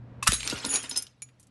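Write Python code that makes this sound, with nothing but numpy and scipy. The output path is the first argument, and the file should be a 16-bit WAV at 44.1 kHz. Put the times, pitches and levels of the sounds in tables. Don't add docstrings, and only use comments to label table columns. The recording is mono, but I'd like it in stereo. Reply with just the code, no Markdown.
import sys
import numpy as np
from scipy import signal
from scipy.fft import rfft, irfft
from scipy.io import wavfile
from scipy.ndimage import map_coordinates

SR = 44100
rng = np.random.default_rng(int(sys.argv[2]) if len(sys.argv) > 2 else 0)


def wav_record(signal):
    frames = np.transpose(np.atleast_2d(signal))
    bounded = np.clip(frames, -1, 1)
    quanta = np.round(bounded * 32767).astype(np.int16)
    wavfile.write(sys.argv[1], SR, quanta)


N = 66150

# [t/s, level/dB]
HUM_ENVELOPE = [(0, -42.5), (.11, -52.5), (.17, -46.5), (1.18, -67), (1.27, -56), (1.35, -66.5)]
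# [t/s, level/dB]
RUMBLE_ENVELOPE = [(0, -52.5), (.22, -48), (.6, -59), (1.0, -61.5), (1.15, -67.5), (1.5, -63.5)]
# [f/Hz, level/dB]
RUMBLE_SPECTRUM = [(25, -24), (85, -3.5), (140, -6.5), (280, -8.5), (360, -20.5), (480, -17), (2200, -35),
                   (10000, -66)]
# [f/Hz, level/dB]
AIR_SPECTRUM = [(300, -5), (1000, -5), (4000, -11), (11000, -35.5)]
# [t/s, ring/dB, crack/dB]
FRAME_SNAPS = [(0.2252, -8, -25), (0.2344, -20.5, -32), (0.2655, -10.5, -36)]
# [f/Hz, level/dB, t60/s]
FRAME_MODES = [(974, -6, 0.021), (1107, -0.5, 0.036), (2620, -0.5, 0.031), (3590, -15.5, 0.029)]
# [f/Hz, level/dB]
CRACK_SPECTRUM = [(100, -20.5), (700, -16.5), (1150, -2.5), (1600, -1.5), (4500, -1), (10000, 0.5),
                  (12000, -7)]
# [t/s, level/dB]
PATTER_ENVELOPE = [(.26, -35), (.29, -32), (.35, -44.5), (.38, -45.5), (.46, -38.5), (.52, -37.5),
                   (.56, -38.5), (.62, -42.5), (.665, -36), (.70, -42.5), (.75, -29.5), (.815, -46.5),
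                   (.845, -42.5), (.88, -48.5), (.98, -49.5), (1.06, -61), (1.16, -77.5)]
# [f/Hz, level/dB]
PATTER_SPECTRUM = [(200, -24.5), (700, -10.5), (1400, -5.5), (2600, 2), (5000, 0.5), (8000, -7),
                   (11500, -14)]
# [f/Hz, level/dB]
BODY_SPECTRUM = [(120, -15), (270, 3), (480, -1), (720, -5), (1400, -1.5), (2400, -6), (5000, -32)]
# [t/s, crack/dB, crack t60/s, ring/dB, rise/s]
PANE_CRACKS = [(0.2716, -12.5, 0.059, -9, 0.001), (0.2771, -5, 0.011, -25.5, 0.00029),
               (0.279, -29, 0.371, -28.5, 0.0088), (0.3192, -13, 0.02, -43.5, 0.00034),
               (0.328, -22, 0.1193, -40, 0.0072)]
# [f/Hz, level/dB, t60/s]
PANE_MODES = [(1188, 0.5, 0.043), (1316.4, 1.5, 0.053), (1500, -3, 0.07), (1748, -13, 0.17),
              (2440, -8, 0.059), (2880, -9, 0.052), (3716, -20, 0.15)]
# [f/Hz, level/dB, t60/s]
BOX_MODES = [(56, -13, 0.65), (51, -3, 0.11), (135, -10, .06)]
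# [t/s, ring/dB, bending wave/dB]
HEAVY_LANDINGS = [(0.3216, -39.5, -29), (0.451, -36.5, -55), (0.5235, -26.5, -25), (0.571, -39, -60),
                  (.644, -24, -40), (0.658, -31.5, -31.5), (0.736, -37, -44.5), (.838, -37.5, -48),
                  (.916, -37, -54), (0.963, -40.5, -48)]
# [f/Hz, level/dB, t60/s]
SURFACE_MODES = [(266.3, -1, 0.21), (286.4, -13, 0.21), (445.5, -3, 0.07), (516.5, -5.5, 0.055),
                 (951, -1, 0.05), (1421, -8, 0.23)]
# [t/s, ring/dB, chatter/dB, tilt/(dB/oct), shard name]
SHARD_BOUNCES = [(.3312, -23.5, -20, -5, "flying"), (.386, -35.5, -47.5, -9.5, "spinning"),
                 (0.449, -36, -39, 17, "spinning"), (.499, -31.5, -59, -2, "wedge"),
                 (0.661, -29, -42, 8.5, "plate"), (.692, -27.5, -38, -7, "plate"),
                 (.704, -24.5, -35, -5, "plate"), (.724, -26.5, -34, -6, "plate"),
                 (.739, -22.5, -21, -0.5, "plate"), (.757, -26, -20, 4.5, "plate"),
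                 (.829, -33, -49, -0.5, "sliver"), (.8945, -29, -27, 9, "chip"),
                 (.9115, -32, -41, -15, "sliver"), (.929, -41.5, -41, -15.5, "sliver"),
                 (.9622, -24, -33, -8, "sliver"), (.9735, -23, -19.5, 5, "sliver"),
                 (1.023, -53, -29.5, 2, "sliver"), (1.22, -28.5, -31.5, -1.5, "chip")]
SHARD_MODES = { "flying": [(3943, -2, 0.056), (6608, -15.5, 0.49), (9780, 1.5, 0.11), (9500, -18.5, 0.1),
               (11230, -3.5, 0.2)], "spinning": [(7590, -5, .3), (8990, 3, 0.14), (9230, -13, 0.16)],
               "wedge": [(2700, 4, 0.087), (3790, -8, .25), (4667, 4.5, 0.11), (9539, -10.5, 0.24)],
               "plate": [(6713, -7, 0.21), (6945, -4.5, 0.27), (9119, -8, 0.24), (10200, -10.5, 0.08),
               (9748, -2.5, 0.13), (10037, -2, 0.12), (10650, -7.5, 0.041)], "sliver": [(5150, -1.5, 0.12),
               (6210, -1, 0.062), (7430, -6.5, 0.036), (9250, -4, 0.064), (9405, -6.5, 0.13),
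               (11050, 0, 0.026)], "chip": [(2350, -9, 0.022), (4237, -13, 0.017), (5750, -9.5, 0.036),
               (6880, 0, 0.058), (9560, 2, 0.023), (10100, 1, 0.017)]}
# [t/s, level/dB, peak f/Hz, t60/s]
SMALL_LANDINGS = [(.405, -31, 3230, 0.038), (0.4302, -25.5, 2700, 0.021), (0.4753, -15.5, 4200, 0.014),
                  (0.4989, -20, 4540, 0.021), (0.51, -30, 4380, 0.052), (0.576, -36.5, 3620, 0.0142),
                  (0.6494, -17.5, 4676, 0.014), (.757, -21, 4330, 0.02), (0.839, -36, 2350, 0.054),
                  (0.9115, -29, 4070, 0.025), (0.958, -34, 3850, 0.15), (1.0672, -40.5, 3950, 0.022),
                  (1.288, -54, 2170, 0.034), (1.397, -52, 9200, 0.09), (1.428, -54, 7500, .05),
                  (1.469, -55.5, 8060, 0.03)]
# [f/Hz, t60/s]
ROOM_DECAY = [(150, 0.39), (1500, 0.15), (5000, 0.2), (11000, 0.16)]

TOP_HZ, CONTACT_RISE_S = 11500, 0.00029
SCENE_T_S, EVENT_T_S = np.arange(N) / SR, np.arange(SR // 2) / SR
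EAR_SIGN = np.array([[1], [-1]])


def amp(db):
    return 10 ** (np.asarray(db) / 20)


def unit(x):
    return x / np.sqrt(np.mean(x ** 2) + 1e-20)


def over_hz(points):
    f_hz, values = np.transpose(points)
    return lambda hz: np.interp(np.log(hz + 1), np.log(f_hz), values)


def envelope(points):
    return amp(np.interp(SCENE_T_S, *np.transpose(points)))


def coloured(x, db_of_hz):
    hz = np.fft.rfftfreq(x.shape[-1], 1 / SR)
    return unit(irfft(rfft(x) * amp(db_of_hz(hz)), x.shape[-1]))


def noise(db_of_hz, width, size=N):
    mid, side = rng.standard_normal((2, size))
    return coloured(mid + width * side * EAR_SIGN, db_of_hz)


def fade(t60_s):
    return np.exp(-np.log(1000) * EVENT_T_S / t60_s)


def swell(rise_s):
    return 1 - np.exp(-(EVENT_T_S / rise_s) ** 2)


def add(out, t_s, sound):
    i = round(t_s * SR)
    out[:, i:i + sound.shape[-1]] += sound[..., :N - i]


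def burst(db_of_hz, t60_s, rise_s):
    return noise(db_of_hz, width=0.38, size=SR // 2) * fade(t60_s) * swell(rise_s)


def ring(modes, spread_rad, scatter_db, tilt_db_oct=0):
    out, centre_hz = 0, np.mean([m[0] for m in modes])
    for hz, db, t60_s in modes:
        size, side, detune = rng.standard_normal(3)
        phase = 2 * np.pi * hz * (1 + 0.0015 * detune) * EVENT_T_S
        phase = phase + spread_rad * np.sign(side) * EAR_SIGN
        gain = amp(db + scatter_db * size + tilt_db_oct * np.log2(hz / centre_hz))
        out = out + gain * np.sin(phase) * fade(t60_s) * swell(.5 / hz)
    return out / np.linalg.norm(amp([m[1] for m in modes]))


def background(hum_hz=120.7, drift_hz=3, air_db=-75):
    drift = map_coordinates(rng.standard_normal(20), [np.linspace(0, 19, N)])
    hum = np.sqrt(2) * np.sin(2 * np.pi * np.cumsum(hum_hz + drift_hz * drift) / SR)
    rumble = noise(over_hz(RUMBLE_SPECTRUM), width=0.19)
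    air = noise(over_hz(AIR_SPECTRUM), width=0.49)
    return envelope(HUM_ENVELOPE) * hum + envelope(RUMBLE_ENVELOPE) * rumble + amp(air_db) * air


def frame_snaps(rise_s=0.0024):
    out = np.zeros((2, N))
    for t_s, ring_db, crack_db in FRAME_SNAPS:
        frame = ring(FRAME_MODES, spread_rad=1.0, scatter_db=-2.5) * swell(rise_s)
        crack = burst(over_hz(CRACK_SPECTRUM), t60_s=0.062, rise_s=rise_s)
        add(out, t_s, amp(ring_db) * frame + amp(crack_db) * crack)
    return out


def splinters(rate_per_s=800, low_hz=1308, range_db=9, dust_db=-5, body_db=-6):
    landing_s, fall_spread_s = 0.447, 0.018
    clinks, decay = np.zeros((2, N)), fade(t60_s=0.032)[:SR // 10]
    for when, size, pitch, side in rng.random((int(rate_per_s * N / SR), 4)):
        hz = low_hz + (TOP_HZ - low_hz) * pitch ** 2
        phase = 2 * np.pi * hz * EVENT_T_S[:len(decay)] + (2 * side - 1) * EAR_SIGN
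        gain = amp(range_db * size ** 2) * np.sqrt(hz)
        add(clinks, when * (N - 1) / SR, gain * np.sin(phase) * decay)
    spectrum = over_hz(PATTER_SPECTRUM)
    glass = unit(coloured(clinks, spectrum) + amp(dust_db) * noise(spectrum, width=0.5))
    landed = .5 + .5 * np.tanh((SCENE_T_S - landing_s) / fall_spread_s)
    body = amp(body_db) * landed * noise(over_hz(BODY_SPECTRUM), width=0.4)
    started = SCENE_T_S > PATTER_ENVELOPE[0][0]
    return started * envelope(PATTER_ENVELOPE) * (glass + body)


def pane_cracks(pan_db=2):
    out, pan = np.zeros((2, N)), amp(pan_db / 2 * EAR_SIGN)
    for t_s, crack_db, t60_s, ring_db, rise_s in PANE_CRACKS:
        pane = ring(PANE_MODES, spread_rad=0.37, scatter_db=2.5) * swell(rise_s) * pan
        crack = burst(over_hz(CRACK_SPECTRUM), t60_s, rise_s)
        add(out, t_s, amp(crack_db) * crack + amp(ring_db) * pane)
    return out


def door_thump(t_s=.2888, push_s=.0016, push_db=-17, box_db=-24.5):
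    out = np.zeros((2, N))
    push = np.exp(-(EVENT_T_S / push_s - 2) ** 2)
    add(out, t_s, -amp(push_db) * push)
    add(out, t_s + 2 * push_s, amp(box_db) * ring(BOX_MODES, spread_rad=0.4, scatter_db=1.5))
    return out


def heavy_knocks(start_hz=870, floor_hz=70, glide_s=0.0118, spread_rad=0.45):
    out = np.zeros((2, N))
    hz = np.maximum(start_hz / (1 + EVENT_T_S / glide_s) ** 2, floor_hz)
    phase = 2 * np.pi * np.cumsum(hz) / SR + spread_rad * EAR_SIGN
    wave = np.sin(phase) * fade(t60_s=.11) * swell(rise_s=.002)
    for t_s, ring_db, wave_db in HEAVY_LANDINGS:
        surface = ring(SURFACE_MODES, spread_rad=.6, scatter_db=3.5)
        add(out, t_s, amp(ring_db) * surface + amp(wave_db) * wave)
    return out


def chatter(modes, tilt_db_oct, half_width_hz=89, floor_db=-25):
    def spectrum(hz):
        power = sum(amp(db) ** 2 / (1 + ((hz - f_hz) / half_width_hz) ** 2) for f_hz, db, _ in modes)
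        tilt_db = tilt_db_oct * np.log2(np.maximum(hz, modes[0][0]))
        return tilt_db + 10 * np.log10(amp(floor_db) ** 2 + power)
    return burst(spectrum, t60_s=0.03605, rise_s=CONTACT_RISE_S)


def shard_bounces(gap_s=.008, loss_db=5.5):
    out = np.zeros((2, N))
    for t_s, ring_db, chatter_db, tilt_db_oct, name in SHARD_BOUNCES:
        modes = SHARD_MODES[name]
        add(out, t_s, amp(chatter_db) * chatter(modes, tilt_db_oct))
        for touch, jitter in enumerate(rng.uniform(.5, 1, size=3)):
            shard = ring(modes, spread_rad=0.606, scatter_db=2.5, tilt_db_oct=tilt_db_oct)
            add(out, t_s + touch * jitter * gap_s, amp(ring_db - touch * loss_db) * shard)
    return out


def small_clicks(width_oct=0.62, skirt_db=-15):
    out = np.zeros((2, N))
    for t_s, db, peak_hz, t60_s in SMALL_LANDINGS:
        def hump(hz):
            offset_oct = np.log2((hz + 1) / peak_hz)
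            return skirt_db * (1 - np.exp(-.5 * (offset_oct / width_oct) ** 2))
        add(out, t_s, amp(db) * burst(hump, t60_s, CONTACT_RISE_S))
    return out


def room(x, tail_db=-19.5, tail_rise_s=0.024, walls_db=-8.5, walls_span_s=.014, low_cut_hz=250):
    hz, t_s, spectra = signal.stft(rng.standard_normal((2, SR // 2)), SR, nperseg=256)
    decay = np.exp(-np.log(1000) * t_s / over_hz(ROOM_DECAY)(hz)[:, None])
    tail = signal.istft(spectra * decay, SR, nperseg=256)[1]
    tail *= 1 - np.exp(-np.arange(tail.shape[1]) / SR / tail_rise_s)
    tail /= np.linalg.norm(tail[0])
    walls = np.zeros_like(tail)
    for ear in range(2):
        delay_s = .001 + walls_span_s * rng.random(10)
        walls[ear, (delay_s * SR).astype(int)] = rng.standard_normal(10)
    walls /= np.linalg.norm(walls, axis=1, keepdims=True)
    low_cut = signal.butter(1, low_cut_hz, "high", fs=SR, output="sos")
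    response = signal.sosfilt(low_cut, amp(tail_db) * tail + amp(walls_db) * walls)
    return x + signal.fftconvolve(x, response, axes=1)[:, :N]


def scene():
    breakage = room(frame_snaps() + pane_cracks() + door_thump() + heavy_knocks())
    debris = room(small_clicks() + splinters())
    return breakage + debris + room(shard_bounces()) + background()


def record(dry):
    return signal.sosfilt(signal.butter(18, TOP_HZ, fs=SR, output="sos"), dry)


dry = scene()
out = record(dry)
wav_record(out)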